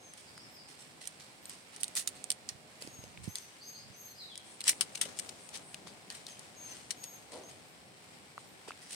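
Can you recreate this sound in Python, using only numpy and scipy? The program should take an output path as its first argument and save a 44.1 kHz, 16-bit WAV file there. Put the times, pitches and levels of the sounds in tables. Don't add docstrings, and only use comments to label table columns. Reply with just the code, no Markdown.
import sys
import numpy as np
from scipy import signal
from scipy.fft import rfft, irfft, next_fast_len
from scipy.io import wavfile
from scipy.ndimage import map_coordinates

SR = 44100
rng = np.random.default_rng(int(sys.argv[2]) if len(sys.argv) > 2 else 0)


def file_out(sig):
    cols = np.atleast_2d(sig).T
    lim = np.clip(cols, -1, 1)
    pcm = np.round(lim * 32767).astype(np.int16)
    wavfile.write(sys.argv[1], SR, pcm)


N = 394674


# [Hz, favoured]
CLAW_TICKS = [(.1361, -36, 9500), (.3777, -39, 4930), (1.055, -35, 5540), (1.073, -23.5, 8700),
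              (1.4554, -33, 8330), (1.495, -30, 8850), (1.7623, -32, 8150), (1.8325, -17, 8710),
              (1.8416, -22, 8200), (1.88, -30, 7500), (1.9528, -23.5, 8560), (2.075, -20, 8300),
              (2.2411, -25.5, 8260), (2.3028, -14.5, 9060), (2.3165, -21.5, 6200), (2.322, -27.5, 8110),
              (2.4895, -22, 5300), (2.8224, -29, 5000), (2.874, -35, 4500), (3.039, -37, 4500),
              (3.3553, -22.5, 5160), (3.3845, -29.5, 6400), (4.3554, -33, 3160), (4.377, -29.5, 8460),
              (4.6059, -26, 3270), (4.6142, -29.5, 2530), (4.6402, -26, 4470), (4.68, -11, 9580),
              (4.6928, -11, 9100), (4.8092, -14, 8200), (5.013, -14.5, 8200), (5.189, -23, 8720),
              (5.197, -24, 8720), (5.2915, -30, 4320), (5.4899, -35, 8290), (5.5736, -33, 8200),
              (5.7443, -29.5, 2770), (6.102, -28.5, 4260), (6.2662, -30, 4260), (6.3934, -34, 7880),
              (6.9065, -20, 5430), (7.0397, -28, 6560)]
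# time_s [s], left_minus_right_db [dB]
PAW_SIDE_DB = [(0, -4), (1.8, -4), (2.3, -4.5), (2.9, -3), (3.3, 1), (4.65, 2), (5.1, 6.5), (6.2, 2),
               (7, 3.5), (8.7, 0)]
TICK_T60_S, TICK_DOUBLING_DB = .014, 24


def ticks(focus_db=5, focus_octaves=0.51, trim_db=-4.5, thin_db_per_octave=2.3):
    out, t = np.zeros((2, N)), np.arange(SR // 8) / SR
    rattle = amp(-25 - 60 * t / .08)
    bite = np.minimum(t / .0005, 1)
    crack = amp(-1 - 60 * t / .005)
    for start_s, level_db, pitch_hz in CLAW_TICKS:
        t60 = TICK_T60_S * 2 ** ((level_db + 20) / TICK_DOUBLING_DB)
        decay = bite * (crack + amp(-2 - 60 * t / t60) + rattle)
        contact = pair(len(t), spread=.8) * decay * amp(4.1 * wobble(1200, len(t)))

        def colour(hz):
            octaves_away = np.log2((hz + 1) / pitch_hz)
            focus = focus_db * np.exp(-(octaves_away / focus_octaves) ** 2)
            thinning = thin_db_per_octave * np.log2(pitch_hz / np.clip(hz, 500, pitch_hz))
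            return spot(hz) + focus - thinning

        tick = unit(struck(contact, colour)) * np.sqrt(np.mean(decay ** 2))
        add(out, start_s, amp(level_db + trim_db) * tick, curve(PAW_SIDE_DB, start_s))
    return out


# start_s [s], rise_s [s], fade_s [s per 20 dB], level_db [dB], tilt_db [dB per octave]
CLAW_SCRAPES = [(1.797, .011, .03, -43, 2), (1.953, .014, .048, -28, 2.2), (1.981, .015, .034, -35.5, 2.5),
                (2.0725, .002, .018, -28.5, 3), (2.49, .002, .04, -42.5, -2),
                (4.625, .046, .03, -35.5, -2.5), (4.668, .012, .04, -26, .5),
                (4.684, .009, .025, -21.5, 1.5), (4.809, .002, .019, -23.5, -.3),
                (4.946, .009, .012, -33, -.5), (4.969, .006, .012, -40, -.5),
                (5.0105, .003, .032, -27.5, -.6), (5.048, .007, .016, -40, -2), (5.15, .03, .02, -48, 0),
                (5.185, .011, .008, -33, 1), (5.29, .004, .008, -39, -.5), (5.52, .035, .03, -39.5, -1.5),
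                (5.862, .009, .07, -48.5, -3.5), (6.101, .002, .05, -44, -3.5), (6.52, .22, .35, -53, -2.5),
                (6.906, .001, .02, -34, 0), (7.031, .0045, .042, -46, -1.5), (8.677, .004, .045, -45, -4),
                (8.85, .082, .1, -42.5, -.5)]
# start_s [s], level_db [dB]
PAD_SHUFFLES = [(.165, -53), (.675, -53.5), (.78, -52.5), (1.002, -49.5), (1.19, -52), (1.494, -50),
                (1.721, -53), (2.143, -55), (2.8, -49.5), (3.225, -50), (3.352, -50), (6.135, -48.5),
                (6.27, -50), (7.309, -49.5), (7.48, -54), (8.38, -58), (8.805, -53)]
SHUFFLE_RISE_S, SHUFFLE_FADE_S, SHUFFLE_TILT_DB = .012, .15, -1.8


def scuffs():
    out = np.zeros((2, N))
    for start_s, rise_s, fade_s, level_db, tilt_db in CLAW_SCRAPES:
        stroke = amp(level_db) * drag(rise_s, fade_s, tilt_db)
        add(out, start_s, stroke, curve(PAW_SIDE_DB, start_s))
    for start_s, level_db in PAD_SHUFFLES:
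        stroke = amp(level_db) * drag(SHUFFLE_RISE_S, SHUFFLE_FADE_S, SHUFFLE_TILT_DB)
        add(out, start_s, stroke, curve(PAW_SIDE_DB, start_s))
    return out


def drag(rise_s, fade_s, tilt_db, grain_db=3.5, slip_db=1.5):
    t = np.arange(0, rise_s + 2 * fade_s, 1 / SR)
    stroke = np.minimum((t / rise_s) ** 2, amp(-20 * (t - rise_s) / fade_s))
    unevenness = amp(grain_db * wobble(1500, len(t)) + slip_db * wobble(300, len(t)))
    grains = pair(len(t), spread=0.83) * unevenness
    scrape = struck(grains * stroke, lambda hz: spot(hz) + tilt_db * np.log2(np.maximum(hz, 500) / 5000))
    return unit(scrape) * np.sqrt(np.mean(stroke ** 2))


# [dB, before each layer's trim]
FOOT_ACTIVITY = [(0, -55), (1.3, -57), (1.8, -47), (2.3, -53), (2.65, -60), (2.9, -49), (3.4, -51),
                 (3.85, -62), (4.4, -53), (4.7, -45), (5.25, -41), (5.6, -47), (6, -55), (6.3, -46),
                 (6.85, -45), (7.9, -66), (8.6, -59), (8.95, -46)]
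# frequency_hz [Hz], gain_db [dB]
CLAW_SPECTRUM = [(300, -27), (900, -16), (1400, -11.5), (2000, -6.5), (3200, -4.5), (4400, -3),
                 (5500, -2.5), (7000, -5.5), (8400, -2), (9300, -1), (10500, -10.5), (12500, -18),
                 (14500, -22), (15800, -24)]


def crackles(rate_hz=38, scatter_db=3.5, tilt_db=-1.5, trim_db=-2):
    times = np.cumsum(rng.exponential(1 / rate_hz, 1000))
    times = times[times < N / SR]
    scatter = scatter_db * np.clip(rng.standard_normal(len(times)), -2, 2)
    sizes = amp(curve(FOOT_ACTIVITY, times) + trim_db + scatter)
    snaps = np.bincount((times * SR).astype(int), sizes, N)
    bursts = signal.lfilter([1], [1, -np.exp(-1 / (.0005 * SR))], snaps)

    def colour(hz):
        return along(CLAW_SPECTRUM, hz) + tilt_db * np.log2(np.maximum(hz, 500) / 5000)

    return struck(pair(N, spread=.8) * bursts, colour)


def spot(hz, ripple_db=3):
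    knots = np.arange(0, SR, 260)
    ripple = np.interp(hz, knots, rng.standard_normal(len(knots)))
    return along(CLAW_SPECTRUM, hz) + ripple_db * ripple


# frequency_hz [Hz], width_hz [Hz], gain_db [dB]
SLAT_MODES = [(1950, 90, -3), (3000, 70, -9), (4160, 80, -5), (5890, 140, -12), (7790, 110, -9),
              (8310, 75, -2), (8650, 140, -8), (8900, 60, -5), (9060, 60, -4), (9440, 60, -5),
              (9980, 60, -8), (11640, 70, -5)]


def slats(contacts):
    def ring(f):
        return sum(amp(gain_db) * 1j * f * width / (hz * hz - f * f + 1j * f * width)
                   for hz, width, gain_db in SLAT_MODES)

    return filtered(contacts, lambda f: 1 + ring(f))


# frequency_hz [Hz], gain_db [dB]
RUB_SPECTRUM = [(100, -12), (250, 2), (700, 0), (1500, -5), (4500, -7), (9000, -7), (12000, -22),
                (15800, -28)]


def rubbing(trim_db=-13, grain_db=2.5, uneven_db=2.5):
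    grains = unit(amp(grain_db * wobble(600, N) + uneven_db * wobble(12, N)))
    sides = amp(np.outer([.5, -.5], curve(PAW_SIDE_DB)) / 2)
    return amp(curve(FOOT_ACTIVITY) + trim_db) * sides * grains * rush(RUB_SPECTRUM, pan_db=0)


# start_s [s], level_db [dB, peak of the ring], pitch_hz [Hz]
DULL_KNOCKS = [(.378, -42, 1480), (2.55, -48, 94), (2.822, -41, 550), (2.847, -44, 247), (2.874, -39, 330),
               (2.988, -41, 118), (3.039, -43, 495), (3.175, -34.5, 2320), (3.276, -27, 160),
               (3.282, -35, 92), (3.9, -47, 115), (4.731, -34, 2186), (5.058, -41, 550), (5.744, -32, 2620),
               (5.871, -42, 1040), (8.379, -29.5, 1200), (8.677, -41, 905), (8.684, -36.5, 445),
               (8.707, -30.5, 1313), (8.719, -37, 2400)]
KNOCK_T60_S, KNOCK_DAMPING = .008, .68


def knocks(rattle_rad=.5, click_db=-10):
    out, t = np.zeros((2, N)), np.arange(SR // 8) / SR
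    for start_s, level_db, hz in DULL_KNOCKS:
        t60 = KNOCK_T60_S * (1000 / hz) ** KNOCK_DAMPING
        jitter = np.array([wobble(2 * hz, len(t)), wobble(2 * hz, len(t))])
        phase = 2 * np.pi * hz * t + rattle_rad * jitter
        ring = np.sin(phase) * amp(-60 * t / t60) * (1 - np.exp(-2 * hz * t))
        burst = pair(len(t), spread=.6) * amp(-60 * t / .007)
        click = struck(burst, lambda f: along([(1800, 6), (4000, -2), (9000, -10), (15000, -22)], f))
        hardness = np.clip((hz - 170) / 300, 0, 1)
        knock = ring / np.abs(ring).max() + hardness * amp(click_db) * click
        add(out, start_s, amp(level_db) * knock, along([(150, -13), (600, 0)], hz))
    return out


# frequency_hz [Hz], gain_db [dB]
SNUFF_SPECTRUM = [(120, -35), (280, -7), (450, 0), (650, -3), (1050, -12), (1600, -28), (4000, -55)]


def snuff(start_s=7.316, level_db=-40.3, rise_s=.022):
    out, t = np.zeros((2, N)), np.arange(SR // 2) / SR
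    air = unit(filtered(pair(len(t), spread=0.445), lambda hz: amp(along(SNUFF_SPECTRUM, hz))))
    fade = amp(-60 * t / .5)
    add(out, start_s, amp(level_db) * air * (1 - np.exp(-t / rise_s)) * fade)
    return out


# frequency_hz [Hz], gain_db [dB]
RUMBLE_SPECTRUM = [(20, -12), (45, -9), (80, 1), (140, 0), (200, -6), (320, -22), (700, -50)]
# centre_s [s], level_db [dB]
GRIP_SHIFTS = [(2.5, -62), (2.88, -60), (3.06, -59), (3.23, -50), (3.86, -60), (4.05, -67)]
GRIP_SWELL_S = .075


def handling():
    out, t = np.zeros((2, N)), np.arange(N) / SR
    rumble = unit(filtered(pair(N, spread=.8), lambda hz: amp(along(RUMBLE_SPECTRUM, hz))))
    pressure = sum(amp(level_db) * np.exp(-((t - centre_s) / GRIP_SWELL_S) ** 2)
                   for centre_s, level_db in GRIP_SHIFTS)
    add(out, 0, rumble * pressure, pan_db=-9)
    return out


# [dB, second harmonic over the fundamental]
BIRD_WHISTLES = [(0, .13, 6340, -280, -61, -30), (2.864, .22, 6520, -260, -59.5, -14),
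                 (3.272, .19, 6380, 70, -57, -7), (3.626, .17, 6400, 150, -53.5, -12),
                 (3.96, .18, 6400, -260, -55, -3.5), (6.29, .05, 6370, -360, -57, -20),
                 (6.559, .19, 6390, -380, -52, -17), (6.966, .22, 6580, -200, -54.5, -9),
                 (7.433, .075, 6430, 220, -58, -17)]
# [dB, before distance trims]
BIRD_SLURS = [(.249, .06, 5500, 4500, -62), (.35, .06, 5250, 4800, -58), (.399, .096, 5600, 5200, -62),
              (.511, .13, 5600, 4650, -59), (3.347, .12, 6400, 5800, -61), (3.599, .084, 4200, 5100, -55),
              (3.728, .09, 3950, 5100, -54.5), (3.925, .12, 6100, 6450, -60), (4.05, .08, 4150, 4270, -64),
              (4.14, .1, 5250, 4550, -57), (4.182, .075, 4600, 3700, -50.5),
              (4.285, .07, 3850, 3050, -53.5)]
ARCH_HZ_PER_S2 = 15000
SLUR_SETTLE = 2.3


def birds():
    near, far = np.zeros((2, 2, N))
    for start_s, length_s, middle_hz, glide_hz, level_db, octave_db in BIRD_WHISTLES:
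        t = np.arange(-length_s / 2, length_s / 2, 1 / SR)
        hz = middle_hz + glide_hz * t / length_s - ARCH_HZ_PER_S2 * t ** 2
        whistle = note(hz, waver=.005, waver_rate=330, octave_db=octave_db)
        add(near, start_s, amp(level_db) * whistle, pan_db=4.5)
    for start_s, length_s, start_hz, target_hz, level_db in BIRD_SLURS:
        approach = np.exp(-SLUR_SETTLE * np.linspace(0, 1, int(length_s * SR)))
        hz = target_hz + (start_hz - target_hz) * approach
        add(far, start_s, amp(level_db) * note(hz, waver=.031, waver_rate=450, octave_db=-35))
    near_sound = near + amp(-5) * echoes(near, t60=.5)
    far_sound = amp(-5.5) * far + amp(.5) * echoes(far, t60=.6)
    return near_sound + far_sound


def note(hz, waver, waver_rate, octave_db):
    size = len(hz)
    phase = 2 * np.pi * np.cumsum(hz * (1 + waver * wobble(waver_rate, size))) / SR
    tone = np.sin(phase) + amp(octave_db) * np.sin(2 * phase)
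    return unit(tone * swell(np.linspace(0, 1, size)) * amp(3 * wobble(50, size)))


# frequency_hz [Hz], gain_db [dB]
BUZZ_SPECTRUM = [(6500, -50), (7600, -4), (8500, 0), (9900, -4), (10300, -58)]
# frequency_hz [Hz], gain_db [dB]
CHIRP_SPECTRUM = [(12500, -50), (13600, -6.5), (14000, 0.5), (14400, -10), (15200, -50)]
# start_s [s], level_db [dB]
THIN_CHIRPS = [(.5, -67), (1.42, -63), (4.19, -72), (5.24, -70), (6.11, -71), (7.65, -71), (8.46, -71)]
BUZZ_START_S, BUZZ_EVERY_S, BUZZ_LENGTH_S, BUZZ_DB = 4.44, .236, .14, -57
CHIRP_LENGTH_S = .09


def insects(count=6):
    out = np.zeros((2, N))
    for k in range(count):
        add(out, BUZZ_START_S + k * BUZZ_EVERY_S, amp(BUZZ_DB) * rasp(BUZZ_LENGTH_S, BUZZ_SPECTRUM))
    for start_s, level_db in THIN_CHIRPS:
        add(out, start_s, amp(level_db) * rasp(CHIRP_LENGTH_S, CHIRP_SPECTRUM))
    return out


def rasp(length_s, spectrum):
    u = np.linspace(0, 1, int(length_s * SR))
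    band = filtered(pair(len(u), spread=0.93), lambda hz: amp(along(spectrum, hz)))
    return swell(u) * unit(band)


# frequency_hz [Hz], gain_db [dB]
HUSH_SPECTRUM = [(22, -7), (45, -15), (70, -5), (105, -2.5), (170, -0.5), (240, -3), (340, -5.5),
                 (600, -6.5), (820, -6), (1000, -12.5), (1500, -21.5), (3000, -56)]
# [dB, before the trim]
HUSH_COURSE = [(0.0, -61), (0.32, -62), (1.59, -62), (1.87, -61), (4.34, -63), (4.91, -59), (8.95, -61)]
# frequency_hz [Hz], gain_db [dB]
LEAF_SPECTRUM = [(590, -34), (1000, -4.5), (1280, -6.5), (1420, -5), (2050, -3.5), (2230, -2), (2530, -4.5),
                 (3710, -7), (4020, -6.5), (5570, -8.5), (6400, -14), (8260, -6), (11600, -19.5),
                 (13900, -23.5), (16000, -24)]
# time_s [s], left_minus_right_db [dB]
LEAF_SIDE_DB = [(0, -2), (2.7, -2), (3.4, 1), (8.95, 1.5)]


def grove(hush_trim_db=1.5, leaf_db=-58, crackle_db=1.5):
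    hush_level = amp(curve(HUSH_COURSE) + hush_trim_db + 0.93 * wobble(9, N))
    hush = hush_level * rush(HUSH_SPECTRUM, pan_db=0.5)
    rustle = unit(amp(crackle_db * wobble(700, N) + 0.83 * wobble(14, N)))
    sides = amp(np.outer([.5, -.5], curve(LEAF_SIDE_DB)))
    return hush + amp(leaf_db) * sides * rustle * rush(LEAF_SPECTRUM, pan_db=0)


# [dB, before the swell]
HUM_TONES = [(409, -78), (521, -77), (615, -77.5), (736, -73)]
# time_s [s], gain_db [dB]
HUM_COURSE = [(0, -2), (1.7, -5), (2.3, 4), (3.2, -4), (5.7, 0), (8.95, -2)]


def hum(drift=.005):
    speed = 1 + drift * wobble(3, N) + drift * wobble(40, N)
    warped_time = np.cumsum(speed) / SR
    tones = sum(amp(level_db) * unit(np.sin(2 * np.pi * hz * warped_time) * amp(2.2 * wobble(6, N)))
                for hz, level_db in HUM_TONES)
    return tones * amp(curve(HUM_COURSE))


# frequency_hz [Hz], correlation [-1 to 1]
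LEFT_RIGHT_LIKENESS = [(60, 0.47), (180, 0.67), (550, 0.37), (1650, -0.19), (4970, 0.089), (15000, -0.19)]


def rush(spectrum, pan_db):
    def mid_side_gains(hz):
        turn = np.arccos(np.clip(along(LEFT_RIGHT_LIKENESS, hz), -1, 1)) / 2
        return amp(along(spectrum, hz)) * [np.cos(turn), np.sin(turn)]

    mid, side = filtered(rng.standard_normal((2, N)), mid_side_gains)
    return unit(np.array([mid + side, mid - side]) * amp([[pan_db / 2], [-pan_db / 2]]))


def echoes(x, t60):
    t = np.arange(SR) / SR
    tail = rng.standard_normal((2, SR)) * amp(-60 * t / t60)
    return signal.fftconvolve(x, tail / np.linalg.norm(tail[0]), axes=1)[:, :N]


def struck(x, gain_db):
    size = 1024
    cepstrum = irfft(np.log(amp(gain_db(np.fft.rfftfreq(size, 1 / SR)))))
    cepstrum[1:size // 2] *= 2
    cepstrum[size // 2 + 1:] = 0
    impulse = irfft(np.exp(rfft(cepstrum)))
    return signal.fftconvolve(x, impulse[None], axes=1)[:, :x.shape[1]]


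def filtered(x, response):
    n = x.shape[-1]
    m = next_fast_len(n + 4096)
    return irfft(rfft(x, m) * response(np.fft.rfftfreq(m, 1 / SR)), m)[..., :n]


def pair(size, spread):
    mid, side = rng.standard_normal((2, size))
    return unit(np.array([mid + spread * side, mid - spread * side]))


def add(track, start_s, sound, pan_db=0):
    start = max(round(start_s * SR), 0)
    sides = amp([[pan_db / 2], [-pan_db / 2]])
    part = (sound * sides / np.sqrt(np.mean(sides ** 2)))[:, :max(N - start, 0)]
    track[:, start:start + part.shape[1]] += part


def wobble(rate, size):
    knots = rng.standard_normal(int(size * rate / SR) + 4)
    return map_coordinates(knots, [np.arange(size) * rate / SR])


def swell(u):
    return np.sqrt(np.abs(np.sin(np.pi * u)))


def along(points, hz):
    f, v = np.transpose(points)
    return np.interp(np.log(hz + 1), np.log(f + 1), v)


def curve(points, s=None):
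    return np.interp(np.arange(N) / SR if s is None else s, *np.transpose(points))


def amp(db):
    return 10 ** (np.asarray(db) / 20)


def unit(x):
    return x / np.sqrt(np.mean(x ** 2) + 1e-20)


# frequency_hz [Hz], left_minus_right_db [dB]
CONTACT_BALANCE = [(1000, 0), (4000, 1.5), (6500, .5), (8500, -1), (12000, -2)]


def scene():
    contacts = slats(ticks() + scuffs() + crackles())
    balanced = filtered(contacts, lambda hz: amp(np.outer([.5, -.5], along(CONTACT_BALANCE, hz))))
    paws = balanced + knocks()
    scatter = amp(-22) * echoes(paws, t60=.2)
    near = paws + scatter + rubbing() + snuff() + handling()
    return near + birds() + insects() + grove() + hum()


TOP_HZ = 15900


def record(dry, low_cut_hz=55):
    return filtered(dry, lambda hz: (hz < TOP_HZ) * (1j * hz / (low_cut_hz + 1j * hz)) ** 2)


dry = scene()
out = record(dry)
file_out(out)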